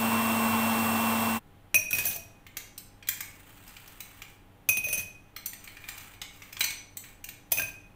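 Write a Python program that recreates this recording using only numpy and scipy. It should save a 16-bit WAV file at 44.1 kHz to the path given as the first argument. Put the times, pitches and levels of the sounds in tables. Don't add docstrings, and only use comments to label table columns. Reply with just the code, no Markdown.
import sys
import numpy as np
from scipy import signal
from scipy.fft import rfft, irfft, next_fast_len
from scipy.io import wavfile

SR = 44100
rng = np.random.default_rng(int(sys.argv[2]) if len(sys.argv) > 2 else 0)


def pcm_store(signal):
    levels = np.round(np.clip(np.atleast_2d(signal), -1, 1) * 32767)
    wavfile.write(sys.argv[1], SR, levels.astype(np.int16).T)


N = 350595
TIME = np.arange(N) / SR
RING_TIME = TIME[:24000]

# time in seconds, machine and air levels in dB (used about their medians).
MOTOR_RUN = [(0.0, -35, -32), (0.03, -32.5, -33.5), (1.296, -33.5, -33), (1.35, -36, -34.5)]
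# shaft order (rounded in use), level in dB, depth of the mains throb from 0 to 1.
SHAFT_HARMONICS = [(1.0004, -31.5, 0.05), (1.998, -49.5, 0.6), (3.01, -48.5, 0.9), (5.03, -71, 0.5),
                   (11.96, -40, 0.28), (24.06, -58, 0.2), (35.95, -46, 0.05), (50, -72, 0.9), (60, -64, 1.)]
# frequency in Hz, level in dB.
HOUSING_TONES = [(100.2, -46.5), (326.2, -54), (652.4, -53), (726.8, -51), (888.2, -47.5), (1011.5, -60),
                 (1063, -57), (1142.2, -46), (1482.5, -50.5)]
# frequency in Hz, relative density in dB.
CHURN_SPECTRUM = [(50, -28), (105, -8), (150, -12), (250, -3.5), (360, -11), (560, -8), (720, -3.5),
                  (1080, 2), (1320, -8), (2000, -11), (2600, -10), (3020, -14.5), (3300, -11), (3900, -30),
                  (6000, -31.5)]
AIR_SPECTRUM = [(2120, -36), (3600, -8.5), (4400, -9.5), (4830, -14), (5350, -10.5), (6050, -13),
                (7770, -9.5), (8060, -4), (8470, -9.5), (8730, -12), (10100, -15), (11100, -8), (12300, -8),
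                (14900, -1), (15500, -2.5)]
ROOM_SPECTRUM = [(20, 1.5), (42, 5), (62, -14), (97, -1), (130, -3), (200, -7), (320, -11), (660, -14.5),
                 (900, -16), (1400, -19), (3200, -25), (5000, -36), (8200, -36), (15500, -32.5)]
# frequency in Hz, level in dB.
ROOM_HUM = [(46.3, -75), (95.8, -63), (191, -73.5), (289, -69), (813, -72.5)]
# frequency in Hz, time to decay by 60 dB (T60) in seconds.
KITCHEN_DECAY = [(150, 0.87), (1000, 0.55), (3000, 0.51), (8000, 0.45), (15000, 0.27)]
# start in seconds, strength in dB, brightness in dB per octave, muting from 0 to 1.
TUMBLER_BLOWS = [(1.744, -16.5, -1, 0.2), (1.908, -35, 1.5, 0.93), (1.930, -27, -1, 0.3),
                 (1.984, -30, 1, 0.84), (2.053, -33.5, 4, 1), (2.065, -30, 6, 0.23), (2.087, -35, 3.5, 0.1),
                 (2.161, -40.5, 2, 0.9), (4.689, -19, -1, 0.36), (4.771, -28, -2, 0.37),
                 (4.842, -33, -2, 0), (4.886, -30, -1.5, 0.15), (4.928, -23.5, -0.5, 0.32),
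                 (4.977, -32, -0.5, 0.28), (7.519, -24, 2, 0.7), (7.52, -30, 5.5, 0.68),
                 (7.573, -27.5, -2.5, 0.08), (7.585, -29.5, -2, 0.22), (7.596, -31.5, -3.5, 0.58),
                 (7.619, -31, -3, 0.05)]
# frequency in Hz, relative level in dB, nominal T60 in seconds.
TUMBLER_MODES = [(612, -24, .17), (2380, -12, .1), (2500, 1.5, .38), (2590, -10, .13), (2729, -11, .13),
                 (4385, -24, .2), (5680, -7, .14), (5729, -4, .45), (5780, -9, .2), (6195, -6, .36),
                 (6255, -11, .14), (9345, -10, .26), (10770, -12, .13), (11240, -6, .18), (11565, -7, .2),
                 (11685, -6, .11), (12800, -10, .13), (12965, -6, .17), (13070, -11, .17), (15233, 0, .2)]
BOWL_MODES = [(2110, -11, .16), (2225, 0, .27), (2450, -4, .2), (2821, -6, .18), (3950, -6, .22),
              (4107, -10, .2), (4344, -10, .2), (4820, -10, .22), (5995, -1.5, .28), (6130, -5, .22),
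              (6638, -11, .25), (7219, -7, .25), (8400, -2, .3), (8570, -3, .32), (11735, -7, .3),
              (12670, -3, .3), (13770, -4, .2), (14400, -4, .2)]
# frequency in Hz, relative density in dB.
CRACK_SPECTRUM = [(200, -6), (600, -8), (1200, -10.5), (2200, -4.5), (3300, -5.5), (5000, -8), (6200, -6),
                  (8300, -5), (9800, -15), (11500, -7.5), (14000, 1.5), (15500, -1.5)]
BOARD_SPECTRUM = [(40, -37), (72, 4), (130, -0.5), (180, -0.5), (260, -20.5), (450, -25), (900, -21.5),
                  (2000, -48.5)]
SLIDE_SPECTRUM = [(410, -62.5), (700, -12.5), (1520, -7.5), (1970, -8), (2460, -9), (2730, -7.5),
                  (5500, -22), (5940, -19), (8320, -13), (9980, -20.5), (15500, -9.5)]
# start in seconds, frequency in Hz, level in dB.
CLUNKS = [(1.912, 1460, -44), (1.985, 1710, -38.5), (2.055, 667, -40.5), (2.067, 1660, -42.5),
          (2.158, 675, -42.5), (4.870, 607.5, -41), (7.520, 658, -38), (7.595, 1595, -31)]
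# start in seconds, length in seconds, relative level in dB.
SETTLING_SPELLS = [(1.905, .25, -34), (4.84, .19, -41.5), (7.51, .19, -43)]
STIRRING_SPELLS = [(3.15, 1.22, -53.5), (5.58, 0.22, -54), (5.8, .36, -48.5), (6.3, 0.46, -54),
                   (7.0, .15, -56.5)]
# start in seconds, strength in dB, brightness in dB per octave,
# frequency in Hz that the struck spot favours.
SPOON_TAPS = [(2.466, -47.5, -6, 2160), (2.569, -32, -0.5, 2110), (2.778, -38.5, 2.5, 3980),
              (3.026, -49.5, -7, 2450), (3.206, -32, -0.5, 2090), (4.004, -37, 2.5, 2225),
              (5.363, -37, -2, 4200), (5.459, -32, 3.5, 6100), (6.216, -33.5, -4.5, 3840),
              (6.42, -44, -5.5, 2150), (6.607, -20.5, -1.5, 2350), (6.641, -24.5, -1.5, 5960),
              (6.970, -36.5, 4.5, 2040)]
# start in seconds, strength in dB, brightness in dB per octave.
ICE_CRUNCHES = [(3.072, -42, 0), (3.087, -23.5, 3.5), (3.677, -49.5, 3), (3.766, -46, -4), (3.876, -49, 3),
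                (4.219, -40.5, -4.5), (5.532, -39.5, -0.5), (5.641, -48, 2), (5.675, -43.5, -5),
                (5.769, -48, -8.5), (5.84, -52.5, -11), (5.887, -32.5, -2), (5.978, -41, -0.5),
                (6.527, -41.5, -1.5), (6.568, -40.5, -5), (6.594, -44, 10), (6.705, -35.5, -2.5),
                (7.039, -50, -6.5), (7.241, -37, 2), (7.288, -38.5, -0.5)]
# frequency in Hz, gain in dB.
BOWL_RESPONSE = [(500, 0), (1400, 12.5), (2200, 13.5), (7000, 14), (13000, 10.5)]


def amp(db):
    return 10 ** (np.asarray(db) / 20)


def unit(x):
    return x / np.sqrt(np.mean(x ** 2) + 1e-20)


def read(points, hz):
    f, value = np.transpose(points)
    return np.interp(np.log(hz + 1), np.log(f + 1), value)


def colour(x, spectrum):
    size = next_fast_len(len(x) + 4096)
    hz = abs(np.fft.fftfreq(size, 1 / SR))
    log_gain = np.log(amp(np.maximum(read(spectrum, hz), -100)))
    response = np.exp(np.conj(signal.hilbert(log_gain)))[:size // 2 + 1]
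    return irfft(rfft(x, size) * response, size)[:len(x)]


def drift(rate_hz):
    hz = np.fft.rfftfreq(N, 1 / SR)
    return unit(irfft(rfft(rng.standard_normal(N)) * np.exp(-(hz / rate_hz) ** 2), N))


def sine(turns):
    return np.sqrt(2) * np.sin(2 * np.pi * (turns + rng.random()))


def add(mix, start_s, sound):
    part = mix[max(round(start_s * SR), 0):][:len(sound)]
    part += sound[:len(part)]


def juicer(shaft_hz=226.1, mains_hz=50.1, silent_at_s=1.3943, fade_s=0.03):
    times, machine_db, air_db = np.transpose(MOTOR_RUN)
    machine_gain, air_gain = (amp(np.interp(TIME, times, db - np.median(db)))
                              for db in (machine_db, air_db))
    turns = shaft_hz * TIME + 0.0034 * drift(1.7)
    throb = np.sin(2 * np.pi * 2 * mains_hz * TIME)
    flutter = 1 + 0.024 * drift(30)
    whine = flutter * sum(amp(db) * (1 + depth * throb) * sine(round(order) * turns)
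                          for order, db, depth in SHAFT_HARMONICS)
    buzz = sum(amp(db) * sine(hz * TIME + 0.088 * drift(5.7)) for hz, db in HOUSING_TONES)
    rumble, rush = (noise + 0.33 * kitchen_echo(noise) for noise in rng.standard_normal((2, N)))
    churn = amp(-32) * unit(colour(rumble, CHURN_SPECTRUM)) * (1 + 0.056 * drift(51))
    air = amp(-32.5) * unit(colour(rush, AIR_SPECTRUM)) * (1 + 0.036 * throb)
    running = np.clip((silent_at_s - TIME) / fade_s, 0, 1)
    return (machine_gain * (whine + buzz + churn) + air_gain * air) * running


def kitchen_echo(x, first_wall_s=0.0013):
    hz, t, bands = signal.stft(rng.standard_normal(SR), SR, nperseg=256)
    decay = amp(-60 * t / read(KITCHEN_DECAY, hz)[:, None])
    tail = signal.istft(bands * decay, SR, nperseg=256)[1]
    tail *= TIME[:len(tail)] > first_wall_s
    return signal.fftconvolve(x, tail / np.linalg.norm(tail))[:N]


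def room_tone(noise_db=-56.5):
    hum = sum(amp(db) * sine(hz * TIME + 0.22 * drift(1.6)) for hz, db in ROOM_HUM)
    return amp(noise_db) * unit(colour(rng.standard_normal(N), ROOM_SPECTRUM)) + hum


def tumbler(thud_t60=0.5, bounce_db=-12):
    out = np.zeros(N)
    for start, strength_db, brightness, muting in TUMBLER_BLOWS:
        add(out, start, clink(start, strength_db, brightness, muting))
        thud = unit(colour(rng.standard_normal(len(RING_TIME)), BOARD_SPECTRUM))
        thud_db = -41.5 + 0.37 * strength_db
        add(out, start, amp(thud_db - 60 * RING_TIME / thud_t60) * thud)
    for start, db in stray_contacts(SETTLING_SPELLS, count=4):
        add(out, start, clink(start, db + bounce_db, brightness=2, muting=0.85))
    for start, hz, db in CLUNKS:
        add(out, start, damped_note(hz, db, t60=0.1))
    return out + jostle(SETTLING_SPELLS, CRACK_SPECTRUM, ticks_per_s=400, spread_db=7, tick_t60=0.07)


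def clink(start_s, strength_db, brightness, muting, spoonful_s=2.9, muted_crack_db=17):
    fill = (start_s - TUMBLER_BLOWS[0][0]) / spoonful_s
    sustain = (0.91 - 0.51 * muting) * 0.85 ** fill
    wall_response = [(600, -1.5), (2600, -4.5), (5780, -9 - 5 * fill), (6190, -3.5), (9300, -3.5)]
    modes = [(hz, db + read(wall_response, hz), t60 * sustain) for hz, db, t60 in TUMBLER_MODES]
    drive = blow_spectrum(strength_db, brightness)
    sound = ring(modes, drive, scatter_db=1.5, detune=0.0009 + 0.0062 * muting, beating=0.6)
    contact = colour(crack(t60=0.043), [(8000, -1), (13000, -3)])
    add(sound, 0, colour(contact, blow_spectrum(strength_db + muted_crack_db * muting, brightness)))
    return sound


def blow_spectrum(strength_db, brightness, pivot_hz=5500):
    hz = np.array([2200, 14000])
    return np.transpose([hz, strength_db + brightness * np.log2(hz / pivot_hz)])


def ring(modes, drive, scatter_db, detune, beating):
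    freqs, levels, t60s = np.transpose(modes)
    levels = levels + read(drive, freqs) + scatter_db * rng.standard_normal(len(freqs))
    freqs = freqs * (1 + detune * rng.standard_normal(len(freqs)))
    knots = np.arange(0, RING_TIME[-1], 0.009)
    swells = (1 + beating * rng.standard_normal((len(freqs), len(knots)))) / np.hypot(1, beating)
    return sum(np.interp(RING_TIME, knots, swell * amp(db - 60 * knots / t60)) * sine(hz * RING_TIME)
               for hz, db, t60, swell in zip(freqs, levels, t60s, swells))


def crack(t60, lumps_db=4, rise_s=0.0012):
    t = RING_TIME[:6000]
    hz = np.geomspace(200, 16000, 48)
    db = read(CRACK_SPECTRUM, hz) + lumps_db * rng.standard_normal(len(hz))
    envelope = amp(-60 * t / t60) * (1 - np.exp(-t / rise_s))
    return colour(rng.standard_normal(len(t)) * envelope, np.transpose([hz, db]))


def jostle(spells, spectrum, ticks_per_s, spread_db, tick_t60, arch_power=0.26):
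    ticks = (rng.random(N) < ticks_per_s / SR) * amp(spread_db * np.minimum(rng.exponential(1, N), 3.5))
    envelope = signal.lfilter([1], [1, -amp(-60 / (tick_t60 * SR))], ticks)
    grit = unit(colour(envelope * rng.standard_normal(N), spectrum))
    effort = np.zeros(N)
    for start, length, db in spells:
        arch = np.sin(np.pi * np.arange(0, length, 1 / SR) / length) ** arch_power
        add(effort, start, amp(db) * arch)
    return effort * grit


def stray_contacts(spells, count):
    return [(start + length * share, db) for start, length, db in spells for share in rng.random(count)]


def damped_note(hz, db, t60):
    return amp(db - 60 * RING_TIME / t60) * np.sqrt(2) * np.sin(2 * np.pi * hz * RING_TIME)


def bowl(bowl_note_hz=2400):
    out = np.zeros(N)
    for start, strength_db, brightness, hz in SPOON_TAPS:
        ring_db = -26.5 + 0.17 * strength_db
        add(out, start, knock(strength_db, brightness, ring_db, hz))
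    for start, strength_db, brightness in ICE_CRUNCHES:
        add(out, start, knock(strength_db, brightness, ring_db=-36, favoured_hz=bowl_note_hz))
    for start, db in stray_contacts(STIRRING_SPELLS, count=3):
        add(out, start, knock(db - 5, brightness=-3, ring_db=-24, favoured_hz=bowl_note_hz))
    sliding = jostle(STIRRING_SPELLS, SLIDE_SPECTRUM, ticks_per_s=2000, spread_db=8, tick_t60=0.018)
    return out + amp(-1.5) * sliding


def knock(strength_db, brightness, ring_db, favoured_hz, boost_db=6, span=0.051):
    contact = blow_spectrum(strength_db, brightness)
    drive = [(hz, db + read(contact, hz)) for hz, db in BOWL_RESPONSE]
    modes = [(hz, db + boost_db * np.exp(-(np.log(hz / favoured_hz) / span) ** 2), t60)
             for hz, db, t60 in BOWL_MODES]
    sound = amp(ring_db) * ring(modes, drive, scatter_db=2, detune=0.003, beating=1)
    add(sound, 0, colour(crack(t60=0.037), drive))
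    return sound + damped_note(favoured_hz, read(contact, favoured_hz) - 3, t60=0.023)


def scene(tumbler_wet_db=-7, bowl_wet_db=-4):
    drops, digging = tumbler(), bowl()
    echo = kitchen_echo(amp(tumbler_wet_db) * drops + amp(bowl_wet_db) * digging)
    mono = juicer() + drops + digging + echo + room_tone()
    return np.array([mono, mono])


def record(dry, cutoff_hz=15620):
    low_pass = signal.firwin(801, cutoff_hz, window=("kaiser", 9), fs=SR)
    return signal.oaconvolve(dry, low_pass[None], "same", axes=1)


dry = scene()
out = record(dry)
pcm_store(out)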